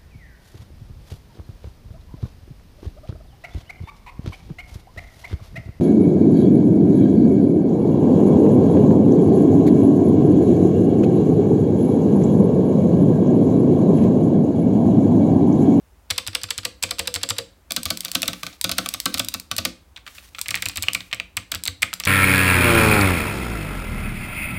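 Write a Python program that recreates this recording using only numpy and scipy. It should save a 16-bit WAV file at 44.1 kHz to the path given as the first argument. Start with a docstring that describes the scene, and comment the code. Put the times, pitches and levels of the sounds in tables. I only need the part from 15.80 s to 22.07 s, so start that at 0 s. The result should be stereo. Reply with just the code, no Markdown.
"""On a wooden desk in a small quiet room, a clicky mechanical keyboard is heard from close by.
One finger taps two modifier keys, then taps and slides along the space bar; then both hands type.
Switches and keycaps are shaped noise bursts, case and desk are decaying sines, skin is grainy hiss.
Diffuse reflections and a steady rumble and hiss make the room."""
import sys
import numpy as np
from scipy import signal
from scipy.fft import rfft, irfft, next_fast_len
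from scipy.io import wavfile
from scipy.ndimage import uniform_filter1d

SR = 44100
rng = np.random.default_rng(int(sys.argv[2]) if len(sys.argv) > 2 else 0)


def int16_out(signal):
    """Quantize to a 16-bit WAV file."""
    q = np.round(np.clip(np.atleast_2d(signal).T, -1, 1) * 32767)
    wavfile.write(sys.argv[1], SR, q.astype(np.int16))


N = 276507
RING = np.arange(SR // 2) / SR  # half a second of time for decaying sounds (s)
FALL_S = 0.0016  # snap to bottom at full force

# When the hand moves on to the space bar and then to the letters, in seconds.
KEY_CHANGES = [1.8, 4.05]
# Colour of the bursts. Each row: frequency in Hz, then level in dB for a modifier blow,
# a space bar blow, a letter blow and a switch click.
COLOURS = [(408, -18, -22, -27, -30.5), (658, -12.5, -1.5, -14.5, -43), (999, -8.5, -17, -16, -2.5),
           (1154, -6, 1.5, -9, -23), (1563, -5.5, -11.5, -11, -9.5), (2450, -2, -2, -3, -1),
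           (2930, -3, -5, -6.5, -2), (3810, -1, -1, -6, 4.5), (4970, -2.5, -7, -15, 4.5),
           (6760, -18, -10, -20.5, -3), (7900, -30, -22, -18, 3), (10630, -13, -19, -35, -5),
           (13040, -28, -27, -32, -5), (17200, -57, -41, -27, -16)]
# Keys pushed to the bottom. Each row: switch snap in seconds, force in dB, pitch of the cap in Hz,
# relative weight on the desk in dB.
PRESSES = [(0.3064, -10, 4080, -34), (0.4744, -19, 1400, -35), (0.6341, -19, 1240, -37),
           (0.7791, -18, 3130, -37.5), (1.034, -10.5, 2450, -34), (1.1925, -12, 2000, -33.5),
           (1.3524, -19.5, 1110, -33.5), (1.503, -11.5, 1080, -34), (2.055, -16, 3200, -32),
           (2.249, -20, 3770, -44), (2.915, -15, 4600, -35.5), (3.1392, -17.5, 1320, -57),
           (3.342, -13.5, 4270, -37), (3.5404, -16.5, 1620, -42), (3.782, -12, 4260, -31.5),
           (4.6836, -18.5, 2160, -39), (4.754, -17, 1930, -38.5), (4.8569, -14.5, 2500, -34.5),
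           (4.9717, -16, 2560, -32), (5.0309, -17.5, 2300, -38), (5.569, -12.5, 2240, -35.5),
           (5.7481, -19, 4860, -34), (5.876, -12, 4420, -32.5), (6.0278, -7.5, 2180, -38),
           (6.2521, -16.5, 6000, -33.5)]
# Keys let go and thrown back up by their springs. Each row: switch snap in seconds, force in dB,
# pitch of the cap in Hz.
RELEASES = [(0.38, -10.5, 3450), (0.5499, -10.5, 2980), (0.7056, -12.5, 2760), (0.851, -12, 2700),
            (1.109, -14, 4430), (1.274, -13, 3560), (1.4323, -11.5, 3470), (1.584, -13.5, 3170),
            (1.9639, -12, 4140), (2.104, -12.5, 4400), (2.3516, -8.5, 3400), (2.4793, -11.5, 3520),
            (2.8423, -9, 3830), (2.9826, -9, 1350), (3.257, -8.5, 1350), (3.395, -10, 3400),
            (3.851, -10, 1850), (4.7068, -15.5, 5630), (4.8226, -16, 2300), (5.1476, -11, 2390),
            (5.718, -13, 2300), (6.021, -15.5, 2310), (6.2, -20, 2180)]
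# Caps knocked by a finger without tripping the switch. Each row: time in seconds, force in dB,
# pitch of the cap in Hz.
TAPS = [(0.3029, -15.5, 4370), (0.466, -22, 3700), (0.615, -29, 5460), (1.0247, -23, 2440),
        (1.1845, -23, 5460), (1.346, -20, 4370), (1.3606, -15, 1870), (1.4895, -22.5, 2400),
        (1.907, -16.5, 3230), (2.282, -25, 4470), (2.43, -11.5, 2650), (2.457, -25.5, 3500),
        (2.532, -20.5, 2210), (2.6322, -17, 1300), (2.666, -20, 2600), (2.8933, -14, 1300),
        (3.0603, -16, 1260), (3.3742, -19.5, 3100), (3.7139, -12.5, 1910), (4.162, -27, 3500),
        (4.1731, -31, 1680), (4.265, -28, 1590), (4.2762, -26.5, 1700), (4.381, -29, 2300),
        (4.5481, -26, 2350), (4.5848, -21.5, 1290), (4.659, -23.5, 2300), (4.7431, -12.5, 2120),
        (4.773, -22.5, 2100), (4.896, -22, 5000), (4.961, -20.5, 4170), (5.0842, -8, 2800),
        (5.2051, -22, 4130), (5.313, -29, 2500), (5.3287, -12.5, 2330), (5.3335, -16.5, 2310),
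        (5.3993, -15.5, 2500), (5.741, -20, 1400), (5.862, -19, 4370), (6.1299, -18.5, 1260),
        (6.2368, -19.5, 5530)]


def clicks(snap_t60=(.006, .006, .005), spring_hz=(7700, 8350, 7750), spring_db=(7.5, 2, 7),
           sheen_db=(-3, 1, 1.5), ring_t60=0.059, ring_db=-27, spring_t60=0.094):
    """The switch spring snaps: a very short crack at its own pitch and a faint ring of the housing."""
    # Thin walls of the switch housing. Each row: nominal frequency in Hz, lift in dB.
    housing = [(11300, 3.5), (13500, 6), (15400, 5)]
    out, t = np.zeros(N), RING[:SR // 10]
    hz, *_, db = np.transpose(COLOURS)
    for s, level_db in snaps():
        key = key_group(s)
        rise = 1 - np.exp(-t / .0002)
        envelope = rise * fade(t, snap_t60[key]) + undb(ring_db) * fade(t, ring_t60)
        burst = evened(rng.standard_normal(len(t)) * envelope)
        # the sheen is whatever lies above the spring's pitch
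        crack = colour(burst, hz, db + sheen_db[key] * (hz > max(spring_hz)))
        pitch_hz = spring_hz[key] * rng.uniform(.95, 1.06)
        sprung = peak(crack, pitch_hz, spring_db[key] + rng.uniform(-3, 3), q=7)
        # the spring's emphasis fades out
        crack = crack + (sprung - crack) * fade(t, spring_t60)
        for wall_hz, lift_db in housing:
            crack = peak(crack, wall_hz * rng.uniform(.985, 1.015), lift_db, q=18)
        add(out, s, undb(level_db) * unit(band(crack, hz[0], "highpass")))
    return out


def snaps():
    """All that the switches do: full strokes, half strokes and ticks, as (s, level dB)."""
    # Switches that trip while the cap stays clear of its stops. Each row: time in seconds, level in dB.
    half_strokes = [(1.0273, -13.5), (1.037, -14.5), (1.196, -21), (1.341, -14), (1.4895, -16.5),
                    (1.498, -17.5), (1.92, -13), (2.032, -19), (2.173, -19.5), (2.2064, -16.5),
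                    (2.316, -17), (2.3484, -26), (2.4194, -14), (2.8127, -13), (3.0887, -14),
                    (3.2011, -14.5), (3.382, -18.5), (3.447, -22), (3.4854, -14), (3.5985, -23),
                    (3.765, -18), (4.591, -26), (4.614, -13.5), (4.886, -17), (4.958, -24), (5.0242, -14.5),
                    (5.133, -16), (5.346, -27.5), (5.8369, -17.5), (5.8543, -18), (6.1376, -15)]
    return strokes() + half_strokes + ticks()


def strokes(snap_db=(-8.5, -6.5, -9), snap_per_force=0.45):
    """Each full press or release snaps the switch; the spring does most of the work: (s, level dB)."""
    # snap_db holds at full force; snap_per_force is in dB per dB
    return [(s, snap_db[key_group(s)] + snap_per_force * force_db)
            for s, force_db, *_ in PRESSES + RELEASES]


def ticks(tick_db=(-8, -6.5, -23.5)):
    """A tap ticks the stem, or on the space bar rattles its stabiliser wire: (s, level dB)."""
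    return [(s, force_db + tick_db[key_group(s)]) for s, force_db, _ in TAPS]


def clacks(knocks, impact_t60=(.0045, .008, .004), body_t60=(.015, .024, .014), body_db=-10,
           low_t60=0.052, rattle_db=(-35, -27, -35), rattle_t60=0.39,
           pitch_db=(4, 6, 8), pitch_t60=0.089, cap_db=(-3, -2, 11), cap_t60=0.0059,
           bounce_db=-11, bounce_s=0.0043, contact_s=.00006):
    """Keycaps hit and bounce: dense plastic modes led by the cap's pitch, longer lows, buzzing loose parts."""
    out, t = np.zeros(N), RING[:SR // 10]
    hz, *caps, _ = np.transpose(COLOURS)
    for s, level_db, pitch_hz in knocks:
        key = key_group(s)
        grain = rng.standard_normal(len(t))
        since_bounce = t - bounce_s * rng.uniform(0.59, 1.5)
        bounce = (since_bounce > 0) * fade(abs(since_bounce), impact_t60[key])
        contact = fade(t, impact_t60[key]) + undb(bounce_db) * bounce
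        rattle = undb(rattle_db[key]) * fade(t, rattle_t60)
        lows = 2 * band(grain, 1280, "lowpass") * fade(t, low_t60)
        body = grain * fade(t, body_t60[key]) + lows
        blow = grain * (contact + rattle) + undb(body_db) * body
        # after the bounce the loose cap only touches now and then
        blow = blow * np.where(since_bounce > impact_t60[key], chatter(len(t), 6), 1)
        # a gentle touch takes longer to build up than a hard blow
        blow = blow * (1 - np.exp(-t * undb(level_db) / contact_s))
        blow = colour(evened(blow), hz, caps[key])
        # the emphasis on the cap's own pitch fades out
        pitched = peak(blow, pitch_hz, pitch_db[key], q=3.9)
        blow = blow + (pitched - blow) * fade(t, pitch_t60)
        # a hard blow sets the whole cap ringing for a few cycles, the small letter caps most of all
        ring = np.sin(2 * np.pi * pitch_hz * t) * (fade(t, cap_t60) - fade(t, cap_t60 / 2))
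        knock = unit(band(blow, hz[0], "highpass")) + undb(cap_db[key] + level_db) * unit(ring)
        add(out, s, undb(level_db) * knock)
    return out


def blows(held_db=0, fall_per_force=0.58, return_s=0.0028):
    """Caps meet bottom or top a few milliseconds after the snap, taps at once: (s, level dB, pitch Hz)."""
    # a softer finger takes longer to reach the bottom
    down = [(s + FALL_S / undb(fall_per_force * force_db), force_db, hz) for s, force_db, hz, _ in PRESSES]
    # the spring drives the return, so it always takes the same time
    up = [(s + return_s, force_db, hz) for s, force_db, hz in RELEASES]
    # held_db changes the blows made with the finger still on the cap
    return up + [(s, force_db + held_db, hz) for s, force_db, hz in down + TAPS]


def easings(lead_s=.019, force_db=-30, cap_hz=1400):
    """As the finger eases off a modifier, the cap rocks before the release: (s, force dB, pitch Hz)."""
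    return [(s - lead_s, force_db, cap_hz) for s, *_ in RELEASES if s < KEY_CHANGES[0]]


def fidgets(cap_hz=2300, spread_octaves=1.9, count=18, spread_db=3):
    """Loose caps knock faintly at random moments under shifting fingers: (s, level dB, pitch Hz)."""
    # Fingers shifting on the keys. Each row: start in seconds, end in seconds, mean level in dB.
    shifts = [(1.951, 3.55, -33.5), (4.703, 5.095, -36.5)]
    return [(rng.uniform(start, end),
             level_db + spread_db * rng.standard_normal(),
             cap_hz * 2 ** rng.uniform(-spread_octaves, spread_octaves))
            for start, end, level_db in shifts for _ in range(count)]


def case(swell_s=0.0036, blur=0.026, detune_share=0.013, finger_db=-3, push_db=-15, flex_hz=400,
         corner_until_s=0.84, corner_db=-8.5):
    """Blows ring the modes of the case, and the weight of a full press flexes those below flex_hz."""
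    # Case and plate, the lowest mode being the whole board on its feet. Each row: nominal frequency
    # in Hz, 60 dB decay in seconds, drive in dB under a modifier, the space bar and a letter.
    case_modes = [(105.8, 0.21, -29, -26.5, -28.5), (180.2, 0.34, -34.5, -24, -30.5),
                  (225.7, 0.23, -35, -25, -38), (254.2, 0.23, -46, -22, -38),
                  (288.6, 0.31, -34, -26.5, -37.5), (322.7, 0.35, -38, -30.5, -45.5),
                  (487.2, 0.19, -21, -30.5, -35.5), (535, 0.22, -25, -27.5, -35.5),
                  (675, 0.11, -26.5, -25.5, -34), (1173, 0.072, -21, -21.5, -21),
                  (1322, 0.067, -35, -19.5, -23.5), (1511, 0.071, -40, -16.5, -27)]
    out, t = np.zeros(N), RING[:SR // 4]
    hz, t60, *drive_db = np.transpose(case_modes)[:, :, None]
    knocks = []
    # a finger on the cap damps the blow
    for s, level_db, _ in blows(held_db=finger_db):
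        # the first modifier sits in the stiff corner of the case and rings it less
        stiffness_db = corner_db * (s < corner_until_s)
        knocks.append((s, undb(drive_db[key_group(s)] + level_db + stiffness_db)))
    pushes = [(s + FALL_S, undb(weight_db + push_db) * (hz < flex_hz)) for s, _, _, weight_db in PRESSES]
    for s, drive in knocks + pushes:
        detune, strength = rng.standard_normal((2, len(hz), 1))
        # a random drift of phase blurs each mode's pitch a little
        drift = blur * np.cumsum(rng.standard_normal((len(hz), len(t))), axis=1)
        phase = 2 * np.pi * hz * (1 + detune_share * detune) * t + drift
        modes = np.sin(phase) * fade(t, t60)
        # every blow pushes each mode with its own random strength and direction
        gains = np.sign(detune * strength) * undb(2.67 * strength) * drive
        add(out, s, np.sum(gains * modes, axis=0) * (1 - np.exp(-t / swell_s)))
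    return band(out, 2 * hz.max(), "lowpass")


def desk(desk_hz=92, desk_t60=0.17, swell_s=0.0027, thud_db=5, lag_s=0.0051):
    """The weight of the finger sets the desk top swinging for a few cycles around desk_hz."""
    out, t = np.zeros(N), RING
    for s, _, _, weight_db in PRESSES:
        swing = np.sin(2 * np.pi * desk_hz * t * rng.uniform(.82, 1.12))
        envelope = fade(t, desk_t60) * (1 - np.exp(-t / swell_s))
        add(out, s + lag_s, undb(weight_db + thud_db) * swing * envelope)
    return band(out, desk_hz / 2, "highpass")


def stems(scrape_db=-19, travel_s=0.0035):
    """The stem scrapes along its guide in the moment before a full stroke or a tap."""
    out = np.zeros(N)
    hz, db, *_ = np.transpose(COLOURS)
    for s, level_db in strokes() + ticks():
        size = int(SR * travel_s * rng.uniform(0.46, 2.8))
        swell = rng.standard_normal(size) * np.linspace(0, 1, size)
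        scrape = band(colour(swell, hz, db), 800, "highpass")
        gain = undb(level_db + scrape_db + 2 * rng.standard_normal())
        add(out, s - size / SR, gain * unit(scrape))
    return out


def slide(grain_db=6, low_hz=1000, top_hz=18000, cap_hz=2300, cap_db=6.5, attack_s=0.02, release_s=0.084):
    """Skin catches and slips on textured keycaps: grainy hiss in spurts, coloured by the hollow caps."""
    # A finger sliding over the keycaps. Each row: start in seconds, end in seconds, level in dB.
    strokes_of_skin = [(2.058, 2.68, -49.5), (2.955, 3.5, -51), (4.25, 4.295, -51.5), (4.287, 4.447, -52),
                       (4.558, 5.226, -53.5)]
    t = np.arange(N) / SR
    slips = uniform_filter1d(chatter(N, 6, hold_s=.016), SR // 100)
    grains = rng.standard_normal(N) * chatter(N, grain_db, hold_s=0.00057)
    hiss = band(band(grains * slips, low_hz, "highpass"), top_hz, "lowpass")
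    hiss = peak(hiss, cap_hz, cap_db, q=0.54)
    contact = np.zeros(N)
    for start, end, level_db in strokes_of_skin:
        attack = np.clip((t - start) / attack_s, 0, 1)
        release = np.exp(-np.maximum(t - end, 0) / release_s)
        contact += undb(level_db) * attack * release
    return hiss / hiss.std() * contact


def room(dry, wet_db=-14, room_t60=0.34, treble_t60=0.15, split_hz=7000, shift_hz=3.1):
    """Diffuse reflections, the top dying first; their pattern keeps shifting at a steady rate."""
    out, turn = np.zeros(N), 2 * np.pi * shift_hz * np.arange(N) / SR
    # the sound turns steadily between two unrelated tails
    for share in np.cos(turn), np.sin(turn):
        noise = rng.standard_normal(len(RING))
        lows = band(noise, split_hz, "lowpass") * fade(RING, room_t60)
        highs = band(noise, split_hz, "highpass") * fade(RING, treble_t60)
        tail = lows - highs
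        out += signal.fftconvolve(dry * share, tail / np.linalg.norm(tail))[:N]
    return undb(wet_db) * out


def air(level_db=-53.5):
    """The low, steady rumble and hiss of the quiet room, as coloured noise."""
    # Spectrum of the room noise. Each row: frequency in Hz, relative level in dB.
    spectrum = [(25, -26), (58, 8.5), (130, -12), (1000, -20.5), (4000, -32), (16000, -35)]
    noise = colour(rng.standard_normal(N), *np.transpose(spectrum))
    return noise / noise.std() * undb(level_db)


def key_group(s):
    """Keys in play at time s: 0 modifiers, 1 space bar, 2 letters."""
    return np.searchsorted(KEY_CHANGES, s)


def chatter(size, depth_db, hold_s=0.0018):
    """Small contacts that come and go: random gains within +-depth_db, each held for a moment."""
    hold = int(SR * hold_s)
    steps = rng.uniform(-1, 1, size // hold + 1)
    return undb(depth_db * np.repeat(steps, hold)[:size])


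def undb(db):
    """Decibels to gain."""
    return 10 ** (np.asarray(db) / 20)


def unit(x):
    """Scale a burst to the energy of one millisecond at full level."""
    return x / np.sqrt(np.sum(x ** 2) * 1000 / SR)


def fade(t, t60):
    """Exponential decay, 60 dB down after t60 seconds."""
    return np.exp(-np.log(1000) * t / t60)


def add(track, s, sound):
    """Mix a sound into a track at time s."""
    i = int(s * SR)
    track[i:i + len(sound)] += sound[:len(track) - i]


def colour(x, hz, db):
    """Causal filter with the given spectrum, built from its cepstrum."""
    size = 2 * next_fast_len(len(x))
    f = np.maximum(np.fft.rfftfreq(size, 1 / SR), 1)
    cepstrum = irfft(np.log(undb(np.interp(np.log(f), np.log(hz), db))))
    # fold the second half onto the first, so that the filter never sounds ahead of its input
    cepstrum[1:size // 2] *= 2
    cepstrum[size // 2 + 1:] = 0
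    return irfft(rfft(x, size) * np.exp(rfft(cepstrum)))[:len(x)]


def band(x, hz, kind):
    """Second-order low-pass or high-pass."""
    return signal.sosfilt(signal.butter(2, hz, kind, fs=SR, output="sos"), x)


def peak(x, hz, db, q):
    """Raise one resonance above the rest of the spectrum."""
    return x + (undb(db) - 1) * signal.lfilter(*signal.iirpeak(hz, q, fs=SR), x)


def evened(x, width_hz=1500):
    """Level out the broad humps of a burst, keep its fine resonances and let it end in silence."""
    spectrum = rfft(x)
    power = uniform_filter1d(np.abs(spectrum) ** 2, int(width_hz * len(x) / SR) + 1)
    return irfft(spectrum / np.sqrt(power), len(x)) * np.linspace(1, 0, len(x))


def scene():
    """Keyboard, desk and room, the same in both channels."""
    knocks = blows() + easings() + fidgets()
    keys = clicks() + clacks(knocks) + case() + desk() + stems() + slide()
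    return np.tile(keys + room(keys) + air(), (2, 1))


def record(dry):
    """A steep low-pass removes the top of the treble."""
    top_hz = 16100
    return signal.sosfilt(signal.ellip(8, .2, 70, top_hz, fs=SR, output="sos"), dry)


dry = scene()
out = record(dry)
int16_out(out)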